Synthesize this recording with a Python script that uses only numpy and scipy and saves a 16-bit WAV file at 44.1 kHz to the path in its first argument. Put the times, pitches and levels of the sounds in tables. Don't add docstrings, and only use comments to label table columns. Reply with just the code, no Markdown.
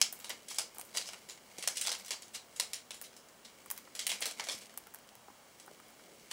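import sys
import numpy as np
from scipy import signal
from scipy.fft import rfft, irfft
from scipy.io import wavfile
from scipy.ndimage import uniform_filter1d

SR = 44100
rng = np.random.default_rng(int(sys.argv[2]) if len(sys.argv) > 2 else 0)


def digitize_waveform(pressure):
    field = np.atleast_2d(pressure).T
    bounded = np.clip(field, -1, 1)
    quanta = np.round(bounded * 32767).astype(np.int16)
    wavfile.write(sys.argv[1], SR, quanta)


def boost(x):
    u = np.asarray(x, float) / 20
    return 10 ** u


N = 278712
SPAN, BURST = 2 ** 14, 2 ** 11
HISS_DB = -59


def colour(table, count):
    hz, db = np.transpose(table)
    bins = np.log(np.fft.rfftfreq(count, 1 / SR) + 1)
    return boost(np.interp(bins, np.log(hz), db))


def band(x, lo_hz, hi_hz):
    return signal.sosfilt(signal.butter(3, [lo_hz, hi_hz], "band", fs=SR, output="sos"), x)


def ring(x, hz, width_hz):
    return signal.lfilter(*signal.iirpeak(min(hz, 0.45 * SR), hz / abs(width_hz), SR), x)


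def unit(x):
    return x / np.max(np.abs(x))


def add(out, x, s):
    i = int(s * SR)
    out[i:i + len(x)] += x[:len(out) - i]


def fade(t60_s, count):
    return np.exp(-np.log(1000) * np.arange(count) / SR / t60_s)


def broad(x, count, blur_hz):
    power = np.abs(rfft(x, count)) ** 2
    return np.sqrt(np.abs(uniform_filter1d(power, size=int(count * blur_hz / SR))))


def whiten(x, blur_hz):
    return irfft(rfft(x) / broad(x, BURST, blur_hz), BURST)


def splinter(rise_s, fall_s, scatter_db):
    t = np.arange(BURST) / SR
    snaps = rng.standard_normal(BURST) * boost(scatter_db * rng.standard_normal(BURST))
    snaps = snaps * (1 - np.exp(-(t / rise_s) ** 2)) * np.exp(-t / fall_s)
    return whiten(snaps, 700) * (t < 0.04)


def wall_echo(direct):
    delay_s, smear_s = 0.0100, 0.0003
    t = np.arange(BURST) / SR
    wall = rng.standard_normal(BURST) * (t > delay_s) * np.exp((delay_s - t) / smear_s)
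    wall = ring(wall / np.sqrt(np.sum(wall ** 2)), hz=4400, width_hz=7000)
    return boost(-1.5) * signal.fftconvolve(direct, wall)


def hopper_rattle(direct):
    t = np.arange(BURST) / SR
    hopper = rng.standard_normal(BURST) * fade(0.035, BURST) * (t > 0.0005) / np.sqrt(SR / 1000)
    hopper = whiten(hopper, 500) * (t < 0.03)
    return boost(1) * signal.fftconvolve(direct, hopper)


def room_tail():
    # pitch_hz [Hz], t60_s [s]
    room_decay = [(400, 0.25), (3000, 0.22), (7000, 0.22), (11000, 0.16), (15000, 0.16)]
    hz, t60 = np.transpose(room_decay)
    bins = np.log(np.fft.rfftfreq(SPAN, 1 / SR) + 1)
    noise = rfft(rng.standard_normal(SPAN))
    tail = np.zeros(SPAN)
    for row, t60_s in zip(np.eye(len(hz)), t60):
        part = np.interp(bins, np.log(hz), row)
        tail += irfft(noise * part, SPAN) * fade(t60_s, SPAN)
    build_s = 0.016
    return tail * (1 - np.exp(-(np.arange(SPAN) / SR / build_s) ** 2)) / np.sqrt(SR / 1000)


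def heard(direct, room_db):
    tint = broad(direct, SPAN, 500)
    out = boost(room_db - 7.5) * irfft(rfft(room_tail()) * tint, SPAN)
    add(out, boost(room_db / 2) * wall_echo(direct), 0)
    add(out, boost(room_db / 2) * hopper_rattle(direct), 0)
    add(out, direct, 0)
    return out


def hiss():
    # pitch_hz [Hz], level_db [dB per Hz]
    hiss_colour = [(12, -44), (20, -19), (43, -10.5), (234, -2.5), (542, 0), (1760, -8), (2020, -8.5),
                   (2530, -9), (3070, -8.5), (3630, -10.5), (4420, -11), (8180, -12.5), (13200, -20.5),
                   (16000, -12)]
    air = irfft(rfft(rng.standard_normal(N)) * colour(hiss_colour, N), N)
    step = SR // 5
    wander = uniform_filter1d(np.repeat(rng.standard_normal(N // step + 1), step)[:N], step)
    air = air + band(air, 100, 900) * (boost(2.5 * wander) - 1)

    whine_hz, whine_width_hz = 15525, 14
    drift = uniform_filter1d(rng.standard_normal(N), size=step) * np.sqrt(step) / 2
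    whine = np.sin(2 * np.pi * np.cumsum(whine_hz + whine_width_hz * drift) / SR)
    drone = ring(rng.standard_normal(N), hz=225, width_hz=30)

    out = air / air.std() * boost(HISS_DB)
    out += drone / drone.std() * boost(-74)
    return out + whine / whine.std() * boost(-77)


def share(hz, at_4k_db, per_octave_db):
    return at_4k_db + per_octave_db * np.log2(hz / 4000)


def thump_share(hz, at_4k_db):
    return share(hz, at_4k_db, per_octave_db=-7)


def husk(burst, hz, low_db):
    body = band(burst, 1815, 7160)
    hollow = unit(ring(body, hz, 1.6 * hz)) + boost(-7) * unit(ring(burst, hz, 380))
    body = unit(boost(-17.5) * unit(body) + hollow)
    thump = unit(band(burst, 426, 1600) + boost(-0.5) * ring(burst, 650, 157))
    sizzle = unit(band(burst, 7740, 9980) + boost(-11.5) * band(burst, 9970, 21100))
    high_db = share(hz, at_4k_db=-12.5, per_octave_db=3)
    return body + boost(low_db + 3.0) * thump + boost(high_db + 8.0) * sizzle


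def snaps():
    # start_s [s], level_db [peak dB], pitch_hz [Hz], thump_db [dB], room_db [dB]
    splits = [(0.0145, -9.5, 4920, -22, -7), (0.3024, -25, 2300, -14, -4), (0.5847, -17, 4840, -18.5, -2),
              (0.9641, -29, 5960, -24, -2), (0.9711, -19.5, 4500, -20, -1.5), (1.6251, -26, 2980, -31, 3),
              (1.6749, -15.5, 5470, -16, -5.5), (1.8647, -24, 6600, -25, -17), (1.8707, -21, 4430, -21, -3),
              (1.8799, -26.5, 3840, -11.5, 0), (1.8924, -22.5, 5160, -19, -2.5),
              (1.9164, -24, 4000, -18.5, 2), (2.1066, -23.5, 4550, -18.5, 2), (2.5981, -15, 4200, -23, -4),
              (2.7329, -24.5, 8000, -27.5, 0.5), (2.9071, -27, 3470, -19.5, -1.5),
              (3.9919, -23, 3720, -26, 1.2), (4.0672, -17.5, 2970, -36, -9),
              (4.1163, -21.5, 2600, -20, -1.5), (4.2229, -21.5, 2340, -19, -0.5),
              (4.256, -23.5, 4020, -17.5, 4.5), (4.3966, -24, 2460, -10, -2), (4.4867, -24, 3430, -16, 4),
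              (6.3121, -28, 2940, -17, 3)]
    # start_s [s], #
    # level_db [peak dB], pitch_hz [Hz], room_db [dB]
    softer_cracks = [(0.244, -31, 3680, 0.5), (0.2962, -34.5, 3100, 5), (0.9488, -31.5, 2120, 1),
                        (1.0886, -32, 2770, -5), (1.1333, -33, 2830, -2.5), (1.2331, -50, 3350, -11),
                        (1.3753, -44, 2180, -6), (1.639, -30.5, 2230, -17), (1.8503, -28.5, 3440, 0),
                        (1.9505, -33, 3100, -14), (3.1299, -49, 2290, -1), (4.3867, -43.5, 2020, 8),
                        (4.4698, -33, 2290, 1), (4.6946, -47.5, 2190, 4),
                        (1.0127, -31, 4070, -2), (1.0566, -40.5, 4780, 8), (1.2876, -41, 6700, 12),
                     (1.296, -36.5, 4040, -2), (1.583, -32.5, 5450, 1.5), (1.9969, -36, 4500, -5),
                     (2.047, -38, 5810, -3), (2.081, -36, 7100, 2), (2.221, -38, 6400, 1.5),
                     (2.281, -43, 6030, -9), (2.535, -58, 8400, 13), (2.7339, -39, 8100, 7),
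                     (2.9429, -38.5, 6800, 4), (3.165, -40, 5170, 1.5), (3.286, -46, 6450, -3),
                     (3.9507, -31.5, 6900, 4), (3.963, -38, 4370, -8), (4.3107, -30.5, 7100, -9),
                     (4.4392, -34.5, 5700, 3), (4.4962, -40, 4840, 9), (4.657, -43, 7600, -10),
                     (5.5985, -42, 8200, 0)]
    pieces = list(splits)
    for s, db, hz, room_db in softer_cracks:
        pieces.append((s, db, hz, thump_share(hz, -16.5), room_db))
    out = np.zeros(N)
    for s, db, hz, low_db, room_db in pieces:
        snap = husk(splinter(rise_s=0.00024, fall_s=0.0012, scatter_db=3.0), hz, low_db)
        add(out, boost(db - 1.0) * heard(snap, room_db), s)
    return out


def grind():
    # start_s [s], level_db [dB]
    effort = [(0.03, -57), (0.15, -59), (0.87, -61), (0.98, -55.5), (1.41, -62), (1.64, -55.5), (1.76, -54),
              (2.38, -63), (2.72, -58.5), (3.22, -76), (3.46, -61), (4.01, -61), (4.13, -54.5), (4.38, -56),
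              (4.6, -54.5), (4.69, -62), (5.11, -62.5), (6.32, -60.5)]
    # pitch_hz [Hz], level_db [dB per Hz]
    husk_colour = [(120, -34), (200, 17), (254, -52), (491, -1), (1370, -37), (2170, -0.5), (2560, -7),
                   (4430, -6.5), (9230, -10.5), (12600, -14), (16000, -36)]
    s, db = np.transpose(effort)
    grains = (rng.random(N) < 1200 / SR) * rng.standard_normal(N)
    grains = grains * boost(3.0 * np.minimum(rng.exponential(size=N), 3.5))
    smear = whiten(rng.standard_normal(BURST) * fade(0.011, BURST), 300)
    smear = smear * (np.arange(BURST) < BURST // 2)
    smeared = signal.fftconvolve(grains, smear)[:N]
    x = band(irfft(rfft(smeared) * colour(husk_colour, N), N), 356, 15600)
    power = boost(np.interp(np.arange(N) / SR, s, db)) ** 2 - boost(HISS_DB - 3.5) ** 2
    return x / x.std() * boost(0.5) * np.sqrt(np.maximum(power, 0))


def ticks():
    # start_s [s], level_db [peak dB], pitch_hz [Hz], mid_db [dB], room_db [dB]
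    hulling = [(0.1258, -25.5, 14800, -10, -2), (0.19, -36, 14000, -17, -13), (0.1997, -37.5, 8250, -3, 5),
               (0.2948, -26, 12300, -4, -13), (0.7473, -37.5, 14700, -30.5, 1),
               (0.7594, -45, 11300, 4, -12), (0.7836, -27, 9640, -10, -32), (0.7964, -29.5, 9000, -8, -2),
               (0.8126, -28.5, 11400, 0, -19), (0.85, -42.5, 14700, -12, 7), (1.9769, -54, 14100, -11, -7),
               (1.9874, -40, 14100, -10, -11), (2.007, -42, 14000, -8, -9), (2.0616, -35, 9100, -7, -12),
               (3.014, -29.5, 14900, -2.5, -12), (3.022, -32, 14400, -11, -9),
               (3.6601, -35.5, 8770, -20, -17), (3.702, -23, 14200, -8.5, -6),
               (3.712, -16, 15000, -13.5, -12), (3.763, -41.5, 14500, -5, 5),
               (3.7767, -29, 14200, -4.5, -7), (4.0672, -20.5, 9500, -7, 0), (4.2064, -26, 10000, -12, -1),
               (4.256, -28, 14200, -12, -1)]
    # start_s [s], level_db [peak dB], pitch_hz [Hz], mid_db [dB]
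    nibbles = [(4.74, -42, 7850, -9), (4.7752, -24.5, 12700, -12.5), (4.78, -41.5, 10100, 0.5),
               (4.838, -46, 9500, -1), (4.8698, -39.5, 12100, -2), (4.9392, -35, 13700, -14),
               (4.9457, -30, 12100, -14), (4.9577, -39, 10500, -4), (4.9874, -43, 8450, -2),
               (5.075, -43.5, 9570, -10), (5.0897, -47, 8810, 6), (5.1532, -39.5, 14200, -1),
               (5.1644, -58, 9410, -7), (5.6623, -41, 9410, -14), (5.675, -47.5, 9540, -5),
               (5.8005, -46, 9630, -6), (5.883, -47, 12500, -6), (5.9047, -45, 14500, -7)]
    clicks = [(-27.5, *row) for row in hulling]
    for s, db, hz, mid_db in nibbles:
        room_db = -19 + 0.4 * (db + 35)
        clicks.append((-22.5, s, db, hz, mid_db, room_db))
    out = np.zeros(N)
    for low_db, s, db, hz, mid_db, room_db in clicks:
        low_db = low_db - 0.18 * (db + 35)
        burst = splinter(rise_s=0.000098, fall_s=0.00072, scatter_db=4)
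        top = unit(unit(band(burst, 7940, 18000)) + boost(-6.5) * unit(ring(burst, hz, 620)))
        low = boost(low_db + 10.0) * unit(band(burst, 670, 1560))
        mid = boost(mid_db - 2.0) * unit(band(burst, 1930, 6470))
        add(out, boost(db - 1.0) * heard(top + low + mid, room_db), s)
    return out


def tears():
    # start_s [s], level_db [peak dB], pitch_hz [Hz], swell_s [s]
    slow_tears = [(0.4822, -30, 8040, 0.0021), (0.4969, -30, 7000, 0.0074), (0.5186, -36.5, 5000, 0.0036),
                  (0.544, -27.5, 5850, 0.00067), (0.5543, -32.5, 4430, 0.0034), (0.5805, -25, 5100, 0.004),
                  (0.934, -31.5, 4030, 0.013), (1.069, -32, 5000, 0.0034), (1.11, -44, 2120, 0.0089),
                  (1.7524, -30, 5000, 0.0048), (1.77, -19.5, 8440, 0.00057), (1.8112, -19.5, 8460, 0.0016),
                  (1.8294, -33, 5340, 0.0043), (2.0565, -35, 4920, 0.0029), (2.1161, -27.5, 3200, 0.0025),
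                  (2.3307, -34, 3380, 0.0077), (2.343, -25, 4050, 0.0043), (2.559, -29, 6440, 0.0039),
                  (3.033, -37.5, 7540, 0.0043), (3.0518, -41, 3840, 0.0031), (3.4462, -37, 3730, 0.0027),
                  (4.0091, -32, 5860, 0.0015), (4.0884, -20.5, 3370, 0.0043), (4.1314, -30, 4900, 0.003),
                  (4.2112, -24, 2140, 0.0048), (4.5132, -25.5, 5100, 0.0031), (4.537, -35.5, 5210, 0.0092),
                  (4.6118, -38.5, 2670, 0.0034), (6.1825, -51.5, 5870, 0.023), (6.303, -36, 2820, 0.0046)]
    out = np.zeros(N)
    for s, db, hz, swell_s in slow_tears:
        burst = splinter(rise_s=swell_s, fall_s=1.6 * swell_s, scatter_db=6.0)
        tear = husk(burst, hz, thump_share(hz, -21))
        add(out, boost(db - 8.0) * heard(tear, room_db=1.5), s)
    return out


def knocks():
    # start_s [s], level_db [peak dB], pitch_hz [Hz], t60_s [s]
    taps = [(0.639, -45.5, 453, 0.097), (0.768, -45.5, 900, 0.046), (0.79, -45.5, 710, 0.025),
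            (3.014, -49, 880, 0.021), (4.544, -52.5, 223, 0.24), (0.829, -52, 547, 0.11),
            (1.584, -39.5, 366, 0.02), (3.659, -45.5, 1180, 0.015), (3.874, -44.5, 1070, 0.016),
            (4.868, -46, 1150, 0.029), (5.283, -42.5, 800, 0.03), (5.3, -48.5, 620, 0.032),
            (5.678, -41, 880, 0.011), (5.711, -46.5, 405, 0.057), (0.511, -39, 960, 0.012),
            (5.798, -49, 1280, 0.012), (5.995, -46, 1180, 0.012), (6.079, -55, 700, 0.015)]
    out = np.zeros(N)
    for s, db, hz, t60_s in taps:
        push = splinter(rise_s=0.003, fall_s=0.0011, scatter_db=6.5)
        width_hz = np.log(1000) / (np.pi * t60_s)
        tap = unit(ring(push, hz, width_hz)) + boost(3) * unit(band(push, 0.4 * hz, 1.9 * hz))
        add(out, boost(db + 1.0) * heard(unit(tap), room_db=-15), s)
    return out


def scene():
    return (hiss() + snaps() + grind() + ticks() + tears() + knocks())[None]


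def low_pass(x):
    return signal.sosfilt(signal.butter(12, 16700, fs=SR, output="sos"), x)


def record(dry):
    # pitch_hz [Hz], width_hz [Hz]
    notches = [(2552, 90), (3601, 150), (4151, 85), (4651, 85), (12941, 420), (14987, 420)]
    mix = dry
    for hz, width_hz in notches:
        mix = signal.lfilter(*signal.iirnotch(hz, hz / width_hz, SR), mix)
    top_hz = 15760
    mix = signal.sosfilt(signal.ellip(10, 0.2, 34, top_hz, fs=SR, output="sos"), mix)
    return low_pass(mix)


dry = scene()
out = record(dry)
digitize_waveform(out)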